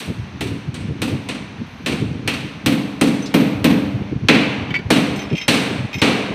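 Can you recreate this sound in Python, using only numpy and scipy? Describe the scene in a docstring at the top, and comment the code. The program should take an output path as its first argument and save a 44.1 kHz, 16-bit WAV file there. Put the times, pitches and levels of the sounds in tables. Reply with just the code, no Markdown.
"""Hammering in an echoing workshop

Hammer blows on a bench: noise-band cracks with wall echoes and hall tails, plus resonators for the
low hall boom and the bench ring. Tools clink and rattle as struck modes, with scratches and rustle.
Underneath, gusty low noise buffets the microphone and machines hiss faintly and steadily."""
import sys
import numpy as np
from scipy import signal
from scipy.io import wavfile
from scipy.ndimage import uniform_filter1d

SR = 44100
rng = np.random.default_rng(int(sys.argv[2]) if len(sys.argv) > 2 else 0)


def generate_wav(sig):
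    """Save sig (samples, or channels by samples) to the path in sys.argv[1] as 16-bit PCM at SR."""
    pcm = np.round(np.clip(np.atleast_2d(sig).T, -1, 1) * 32767).astype(np.int16)
    wavfile.write(sys.argv[1], SR, pcm)


N = 279594

# hammer blows: t/s, crack level/dB; relative to crack: boom/dB, brightness/dB, extra top-band sheen/dB, hall tail/dB
BLOWS = [(0.4086, -19.5, 5, 7, -3, -5.5), (0.7433, -26.5, 3, 12, -14, -7),
         (1.018, -15, 7.5, 4.5, -0.5, -5.5), (1.288, -18.5, 3.5, 4.5, -12, -7.5),
         (1.8613, -15, 4.8, 2.5, -4, -0.7), (2.2763, -8, -2.5, -3, 0, -7), (2.661, -7, 10.5, 2.2, 5, -6),
         (3.012, -8.5, 15, 9, -3, -4.5), (3.341, -9.5, 17, -3.5, 9.5, -1.5), (3.6434, -5, 14, -3, 8.5, -6),
         (4.2855, 4.5, 2.5, -19.5, 1.5, -3.5), (4.9038, -4, 10, 0.3, -1, -0.9), (5.4808, -4, 4.5, 3, -3, 1),
         (6.0168, -7, 9.5, -6, -2.5, 4)]
# blow at t = 0: same columns without t
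FIRST_BLOW = (-26.5, 2.5, 6.5, -1, 1.5)
# centres of boom, body, crack, edge, hiss, top: f/Hz
BLOW_BANDS_HZ = (260, 800, 2700, 6000, 8600, 13000)
# far-wall echoes: delay/s, level re crack/dB
FAR_WALL = [(0.058, -10.5), (0.123, -30)]
BOOM_LAG_S = 0.0045   # the bench takes a moment to swing


def from_db(db):
    """Decibels to gain."""
    return 10 ** (np.asarray(db) / 20)


def rms_one(x):
    """Scale to rms 1."""
    return x / np.sqrt(np.mean(x ** 2) + 1e-20)


def at_hz(points, hz):
    """Read a (Hz, value) table on a log-frequency axis."""
    table = np.array(points)
    return np.interp(np.log(hz), np.log(table[:, 0]), table[:, 1])


def bandpass(x, order, low_hz, high_hz):
    """Butterworth band-pass."""
    return signal.sosfilt(signal.butter(order, [low_hz, high_hz], "band", fs=SR, output="sos"), x)


def highpass(x, order, hz):
    """Butterworth high-pass."""
    return signal.sosfilt(signal.butter(order, hz, "high", fs=SR, output="sos"), x)


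def clicks(times_s, gains):
    """Train of single-sample impulses on a negligible offset."""
    out = np.full(N, 1e-18)
    np.add.at(out, np.round(np.asarray(times_s) * SR).astype(int), gains)
    return out


def ring(x, hz, t60_s):
    """Two-pole resonator: a unit click starts a decaying sine of height about 1."""
    r, w = from_db(-60 / (t60_s * SR)), 2 * np.pi * hz / SR
    return signal.lfilter([0, np.sin(w)], [1, -2 * r * np.cos(w), r * r], x)


def fade(x, t60_s):
    """One-pole decay: each click dies away exponentially."""
    return signal.lfilter([1], [1, -from_db(-60 / (t60_s * SR))], x)


def drift(rate_hz):
    """Noise through a double low-pass pole at rate_hz, rms 1, computed at SR / 10."""
    r = np.exp(-20 * np.pi * rate_hz / SR)
    white = rng.standard_normal(N // 10 + 4002)
    slow = rms_one(signal.lfilter([1], [1, -2 * r, r * r], white)[4000:])   # drop the filter's start-up
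    return np.interp(np.arange(N) / 10, np.arange(len(slow)), slow)


def bands():
    """Yield (centre Hz, noise) in 1/6-octave bands coloured by the microphone; neighbours are unrelated."""
    # resonances of the microphone in its housing: f/Hz, gain/dB
    microphone = [(1300, -2), (1900, 0), (2500, 5), (3100, 1), (4200, 2), (5000, -6), (5800, 1), (6900, -7),
                  (8600, 3), (10300, -4), (12600, 1), (15500, 0)]
    edges_hz = 22 * 2 ** np.arange(0, 9.7, 1 / 6)
    white = rng.standard_normal((2, N))
    for k, (low, high) in enumerate(zip(edges_hz, edges_hz[1:])):
        hz = np.sqrt(low * high)
        yield hz, from_db(at_hz(microphone, hz)) * bandpass(white[k % 2], 2, low, high)


def air():
    """Turbulence at the microphone as lumpy low noise, draught plus puffs, over a steady machine hiss."""
    # swelling and sinking draught: t/s, level/dB
    draught = [(0.0, -41), (1.02, -35.5), (1.64, -40), (1.85, -75), (2.05, -23), (2.47, -34.5), (2.68, -41),
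               (3.16, -38), (3.25, -49), (3.74, -40), (4.06, -31.5), (5.14, -25), (5.33, -61), (5.54, -62),
               (5.65, -55), (6.34, -56)]
    # separate puffs: start/s, length/s, level/dB, gustiness (gain per octave above 110 Hz)/dB
    puffs = [(0.078, 0.052, -24, -0.5), (0.185, 0.052, -21, -20), (0.338, 0.045, -28, -8.5),
             (0.406, 0.17, -26.5, -2.5), (0.679, 0.035, -21, -10.5), (0.766, 0.17, -24, -5.5),
             (0.988, 0.21, -26.5, -2), (1.584, 0.041, -27, -3), (1.8, 0.058, -35.5, -2),
             (1.894, 0.11, -25, 1.5), (1.982, 0.073, -20, -2), (2.067, 0.11, -17.5, -5),
             (2.638, 0.062, -16, -9), (3.547, 0.097, -12, -24), (3.695, .2, -19.5, -6),
             (3.939, 0.025, -9.5, -31), (4.004, 0.017, -13.5, -4), (4.117, 0.017, -21.5, 2),
             (4.151, 0.031, -16.5, -9), (4.226, 0.029, -11, -12.5), (4.33, 0.095, -19, 3),
             (4.712, 0.071, -32, -15), (4.848, 0.024, -14, -22), (5.096, 0.11, -23, -0.5),
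             (5.227, 0.053, -28, -10), (5.313, 0.037, -16.5, 0), (5.612, 0.17, -28.5, 2.5),
             (5.779, 0.079, -16.5, -11), (5.951, 0.032, -20, -6.5), (6.17, 0.18, -31.5, 4)]
    # buffeting spectrum: f/Hz, relative density/dB per Hz
    buffet = [(25, -51), (45, -33), (80, -4.5), (120, 1.5), (200, 0), (300, -2), (450, -9.5), (700, -35)]
    # hiss spectrum: f/Hz, relative density/dB per Hz
    hiss_spectrum = [(250, -2.5), (400, -18.5), (600, -15.5), (1000, -12.5), (2000, -17.5), (4000, -26),
                     (6300, -30), (7200, -48), (10000, -46), (16000, -64)]
    puff_edge_s, draught_gust_db, hiss_db = 0.0088, -3.5, -38.5

    t = np.arange(N) / SR
    draught_db = np.interp(t, *np.transpose(draught))
    shapes = []
    for s, length, *_ in puffs:
        from_edge_s = np.minimum(t - s, s + length - t)
        shapes.append(np.clip(from_edge_s / puff_edge_s + .5, 0, 1) ** 2)
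    spans = [np.flatnonzero(shape) for shape in shapes]
    lumps = drift(15.3)
    wind, calm, hiss = 0, 0, 0
    for hz, noise in bands():
        if hz < 900:
            reach = np.clip(np.log2(hz / 110), 0, 2)   # octaves above 110 Hz
            power = from_db(2 * (draught_db + reach * draught_gust_db))
            for (_, _, db, gust_db), shape, span in zip(puffs, shapes, spans):
                power[span] += shape[span] * from_db(2 * (db + reach * min(gust_db, 3)))
            buffet_db = at_hz(buffet, hz)
            lump_db = (3.5 + 0.16 * reach) * lumps
            calm = calm + noise * from_db(buffet_db)
            wind = wind + noise * np.sqrt(power) * from_db(buffet_db + lump_db)
        hiss = hiss + noise * from_db(at_hz(hiss_spectrum, hz))
    return wind / np.std(calm) + from_db(hiss_db) * rms_one(hiss)   # wind re its unmodulated level


def rustle():
    """Gated high-band noise with a slowly varying level: a thin patchy hiss."""
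    # faint treble rustle: start/s, end/s, level/dB
    rustle_span = (1.66, 1.86, -66)
    start_s, end_s, level_db = rustle_span
    t = np.arange(N) / SR
    gate = uniform_filter1d(1. * (t > start_s) * (t < end_s), size=600)
    noise = bandpass(rng.standard_normal(N), 2, 8000, 15500)
    return gate * noise * from_db(level_db + 2.3 * drift(30))


def scuffs():
    """Tool lifted off the bench: short dry scratches of decaying noise, each in its own band."""
    # scuffs: t/s, level before band-pass/dB, centre f/Hz, width/octaves
    scuff_table = [(3.259, -18.5, 4400, 0.77), (3.272, -29, 5500, .3), (3.312, -28, 3100, 0.68)]
    out = np.zeros(N)
    for s, db, hz, octaves in scuff_table:
        burst = fade(clicks([s], from_db(db)), t60_s=0.12) * rng.standard_normal(N)
        half = 2 ** (octaves / 2)
        out += bandpass(burst, 2, hz / half, hz * half)
    return out


def jingles():
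    """Random small contacts of the wrench, a few ms or more apart: rows of (s, dB, brightness dB)."""
    # jingling spells: start/s, end/s, mean relative level/dB
    spells = [(5.346, 5.455, -30.5), (5.91, 6.01, -30)]
    median_gap_s, level_spread_db, bright_spread_db = 0.013, 3.5, 4.2
    chance = rng.standard_normal((len(spells), 40, 3))
    rows = []
    for (start, end, db), draws in zip(spells, chance):
        s = start + np.cumsum(median_gap_s * np.exp(.5 * draws[:, 0]))
        contacts = np.transpose([s, db + level_spread_db * draws[:, 1], bright_spread_db * draws[:, 2]])
        rows += list(contacts[s < end])
    return rows


def struck(contacts, modes, spread_db, chatter_db, chatter_t60_s, scratch_db):
    """Each contact clicks, chatters with grit and scratches; it drives each mode with its own strength."""
    s, level_db, bright_db = np.transpose(contacts)
    scratch = fade(clicks(s, from_db(level_db + scratch_db)), t60_s=0.071) * rng.standard_normal(N)
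    out = bandpass(scratch, 3, 1500, 5000)
    luck_db = rng.normal(0, spread_db, (len(s), len(modes)))
    for k, (hz, db, t60_s) in enumerate(modes):
        lift_db = bright_db * np.clip(np.log2(hz / 3000), 0, 1)   # hard contacts favour the high modes
        hits = clicks(s, from_db(level_db + db + lift_db + luck_db[:, k]))
        chatter = from_db(chatter_db) * fade(hits, chatter_t60_s) * rng.standard_normal(N)
        out += ring((-1) ** k * hits + chatter, hz, t60_s)
    return out


def pipe_knocks():
    """A tool set against a pipe excites the pipe's modes."""
    # contacts: t/s, relative level/dB, brightness/dB
    knocks = [(4.7054, -14, 9), (4.7415, -7, -8), (4.752, -12, 3), (4.762, -14, -6), (4.79, -17, -6)]
    # pipe modes: f/Hz, relative level/dB, t60/s
    pipe_modes = [(1443, -16, .07), (1766, -14, .08), (1965, -6, .07), (2261, 0, .075), (2676, -12, .08),
                  (3074, -9, .06), (3505, -14, .05), (4608, -25, .2), (11370, -46, .07), (12940, -52, .06)]
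    return from_db(-10) * struck(knocks, pipe_modes, spread_db=1.5,
                                 chatter_db=-19, chatter_t60_s=.06, scratch_db=-6)


def wrench_rattle():
    """The loose jaw of a wrench rattles and jingles, exciting the wrench's modes."""
    # contacts: t/s, relative level/dB, brightness/dB
    rattle = [(3.222, -31, 20), (5.1606, -21, 15), (5.1917, -13, 3), (5.2185, -22.5, 5), (5.3014, -23, -9),
              (5.3284, -17, -4), (5.3523, -13.5, -5), (5.3676, -15, 3), (5.3794, -12.5, 1),
              (5.4131, -11, 1), (5.4283, -26, -3), (5.9299, -16, 1), (5.9409, -14, 2.5), (5.9838, -21, 9)]
    # wrench modes: f/Hz, relative level/dB, t60/s
    wrench_modes = [(2050, -5, .04), (2164, -2, .04), (2300, -4, .03), (2450, -3, .04), (2514, 0, .04),
                    (2760, -4, .05), (3180, -3, .05), (3690, -8, .04), (3870, -12, .04), (5300, -10, .09),
                    (6095, -13, .09), (7052, -23, .04), (8207, -24, .04), (11910, -30, .12)]
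    return from_db(-14) * struck([*rattle, *jingles()], wrench_modes, spread_db=3.5,
                                 chatter_db=-25, chatter_t60_s=0.11, scratch_db=0)


def blow_columns():
    """All blows as columns: s, crack, boom, brightness, sheen and hall tail dB."""
    return np.transpose([(0, *FIRST_BLOW), *BLOWS])


def body_db(boom_db):
    """A blow that booms also has more body: level re crack in dB."""
    return -4.5 + 0.44 * boom_db


def hall_boom():
    """The bench's soft thud sets off low standing waves of the hall; a far wall returns it once."""
    # hall modes: f/Hz, relative level/dB, t60/s, sign at the microphone
    hall_modes = [(123.5, -18, 0.84, -1), (137.3, -17, 0.99, -1), (158.4, -7, 0.45, 1),
                  (171, -13.5, 0.48, -1), (188, -9, 0.68, -1), (203.4, -10.5, 1.1, -1),
                  (223.5, -10, 0.58, 1), (240, 0, 0.34, -1), (255.5, -8, 0.52, -1), (272.5, -6.5, 0.82, -1),
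                  (284.1, -6.5, 0.65, 1), (294.6, -8.5, 0.88, -1), (317.8, -5, 0.7, 1),
                  (328.2, -12, 0.59, 1), (405, -24, .8, 1), (516, -20, 0.76, -1), (571, -31, 0.45, 1)]
    boom_level_db, echo_db, spread_db = -11.5, -5.5, 0.7
    s, crack_db, boom_db, *_ = blow_columns()
    luck_db = rng.normal(0, spread_db, (len(s), len(hall_modes)))
    thud_s = s + BOOM_LAG_S
    out = np.zeros(N)
    for k, (hz, db, t60_s, sign) in enumerate(hall_modes):
        gains = sign * from_db(crack_db + boom_db + db + boom_level_db + luck_db[:, k])
        thuds = clicks(thud_s, gains) + clicks(thud_s + FAR_WALL[0][0], gains * from_db(echo_db))
        soft_thuds = signal.lfilter([.08], [1, -.92], thuds)
        out += ring(soft_thuds, hz, t60_s)
    return highpass(out, 2, 95)


def bench_ring():
    """The bench and its clamped steel ring as damped modes after each blow."""
    # bench modes: f/Hz, relative level/dB, t60/s
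    bench_modes = [(413, -3, .35), (515, -1.5, .35), (721, -7, .25), (1069, -9, .18), (1599, -8, .2),
                   (1960, -5, .25), (2268, -5, .25), (2494, -1.5, .3), (2624, -3, .25), (3118, -6, .2),
                   (3310, -7, .2), (4160, -6, .15)]
    level_db, spread_db = -19, 0.5
    s, crack_db, boom_db, *_ = blow_columns()
    luck_db = rng.normal(0, spread_db, (len(s), len(bench_modes)))
    out = np.zeros(N)
    for k, (hz, db, t60_s) in enumerate(bench_modes):
        # body weight: 1 at the body band, 0 from the crack band up
        body_share = np.interp(np.log(hz), np.log(BLOW_BANDS_HZ[1:3]), [1, 0])
        gains = from_db(crack_db + body_share * body_db(boom_db) + db + level_db + luck_db[:, k])
        out += ring((-1) ** k * clicks(s + BOOM_LAG_S, gains), hz, t60_s)
    return out


def hammer_crack():
    """Steel tick, short crack with wall echoes, and hall tail: noise bands with their own decays."""
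    # colour of the crack: f/Hz, relative level/dB
    steel = [(350, 2.5), (520, -5.5), (700, -4), (1070, -4.5), (1500, -4.5), (2700, -2.5), (4200, 0.5),
             (6300, 0.5), (12500, 3.5), (16000, 3.5)]
    # low cut, as standing waves carry most of the sound there: f/Hz, gain/dB
    low_cut = [(60, -36), (110, -18), (330, -18), (430, 0)]
    # hall decay: f/Hz, t60/s
    hall_t60 = [(100, 0.62), (260, 0.85), (700, 1.25), (1840, 1), (4850, 0.77), (12800, 0.58)]
    # edge, hiss, top: level at zero brightness/dB, share of the brightness
    treble = [(-9, 0.3), (-13, 0.54), (-22.5, 0.65)]
    crack_level_db, hall_level_db = -14, -0.5
    crack_t60_at_2700_hz_s, dulling_power = 0.095, 0.12   # the crack dies faster in the treble

    s, crack_db, boom_db, bright_db, sheen_db, hall_db = blow_columns()
    treble_db = [db + share * bright_db for db, share in treble]
    tilt_db = np.array([boom_db, body_db(boom_db), 0 * s, *treble_db])
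    tilt_db[-1] += sheen_db
    rise = from_db(-60 / (0.028 * SR))   # first reflections build the sound up over a few ms
    out = np.zeros(N)
    for hz, noise in bands():
        colour_db = [np.interp(np.log(hz), np.log(BLOW_BANDS_HZ), blow) for blow in tilt_db.T]
        level_db = crack_db + colour_db + at_hz(steel, hz) + at_hz(low_cut, hz) + crack_level_db
        strikes = clicks(s, from_db(level_db))
        for delay_s, db in FAR_WALL:
            strikes += clicks(s + delay_s, from_db(level_db + db))
        crack = fade(strikes, crack_t60_at_2700_hz_s * (hz / 2700) ** -dulling_power)
        tail = fade(clicks(s, from_db(level_db + hall_db + hall_level_db)), at_hz(hall_t60, hz))
        envelope = signal.lfilter([1 - rise], [1, -rise], crack + tail)
        # the steel-on-steel tick skips the build-up, brightest on top
        tick_db = level_db + 3 + 2.5 * np.log2(hz / 4000)
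        envelope += fade(clicks(s, from_db(tick_db)), t60_s=0.02)
        out += envelope * noise * np.sqrt(SR / hz / 0.44)   # equalize power across bands
    return out


def scene():
    """Sum of all sources at one microphone."""
    background = air() + rustle()
    tools = scuffs() + pipe_knocks() + wrench_rattle()
    hammer = hall_boom() + bench_ring() + hammer_crack()
    return (background + tools + hammer)[None]


def record(dry):
    """Gain control ducks loud blows and recovers; peaks are rounded, deep bass and the top are cut."""
    threshold_db, duck_per_db, release_db_per_s = -22, 0.3, 45   # release of the held level
    level_db = 10 * np.log10(uniform_filter1d(dry[0] ** 2, size=400) + 1e-12)
    slope_db = release_db_per_s * np.arange(N) / SR
    held_db = np.maximum.accumulate(level_db + slope_db) - slope_db
    duck_db = -duck_per_db * np.maximum(held_db - threshold_db, 0)
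    duck_db = signal.lfilter([.004], [1, -.996], duck_db)   # smooth the gain
    out = 1.268 * np.tanh(dry * from_db(duck_db) / 1.218)
    out = highpass(out, 3, 55)
    return signal.sosfilt(signal.cheby2(12, 60, 16100, fs=SR, output="sos"), out)


dry = scene()
out = record(dry)
generate_wav(out)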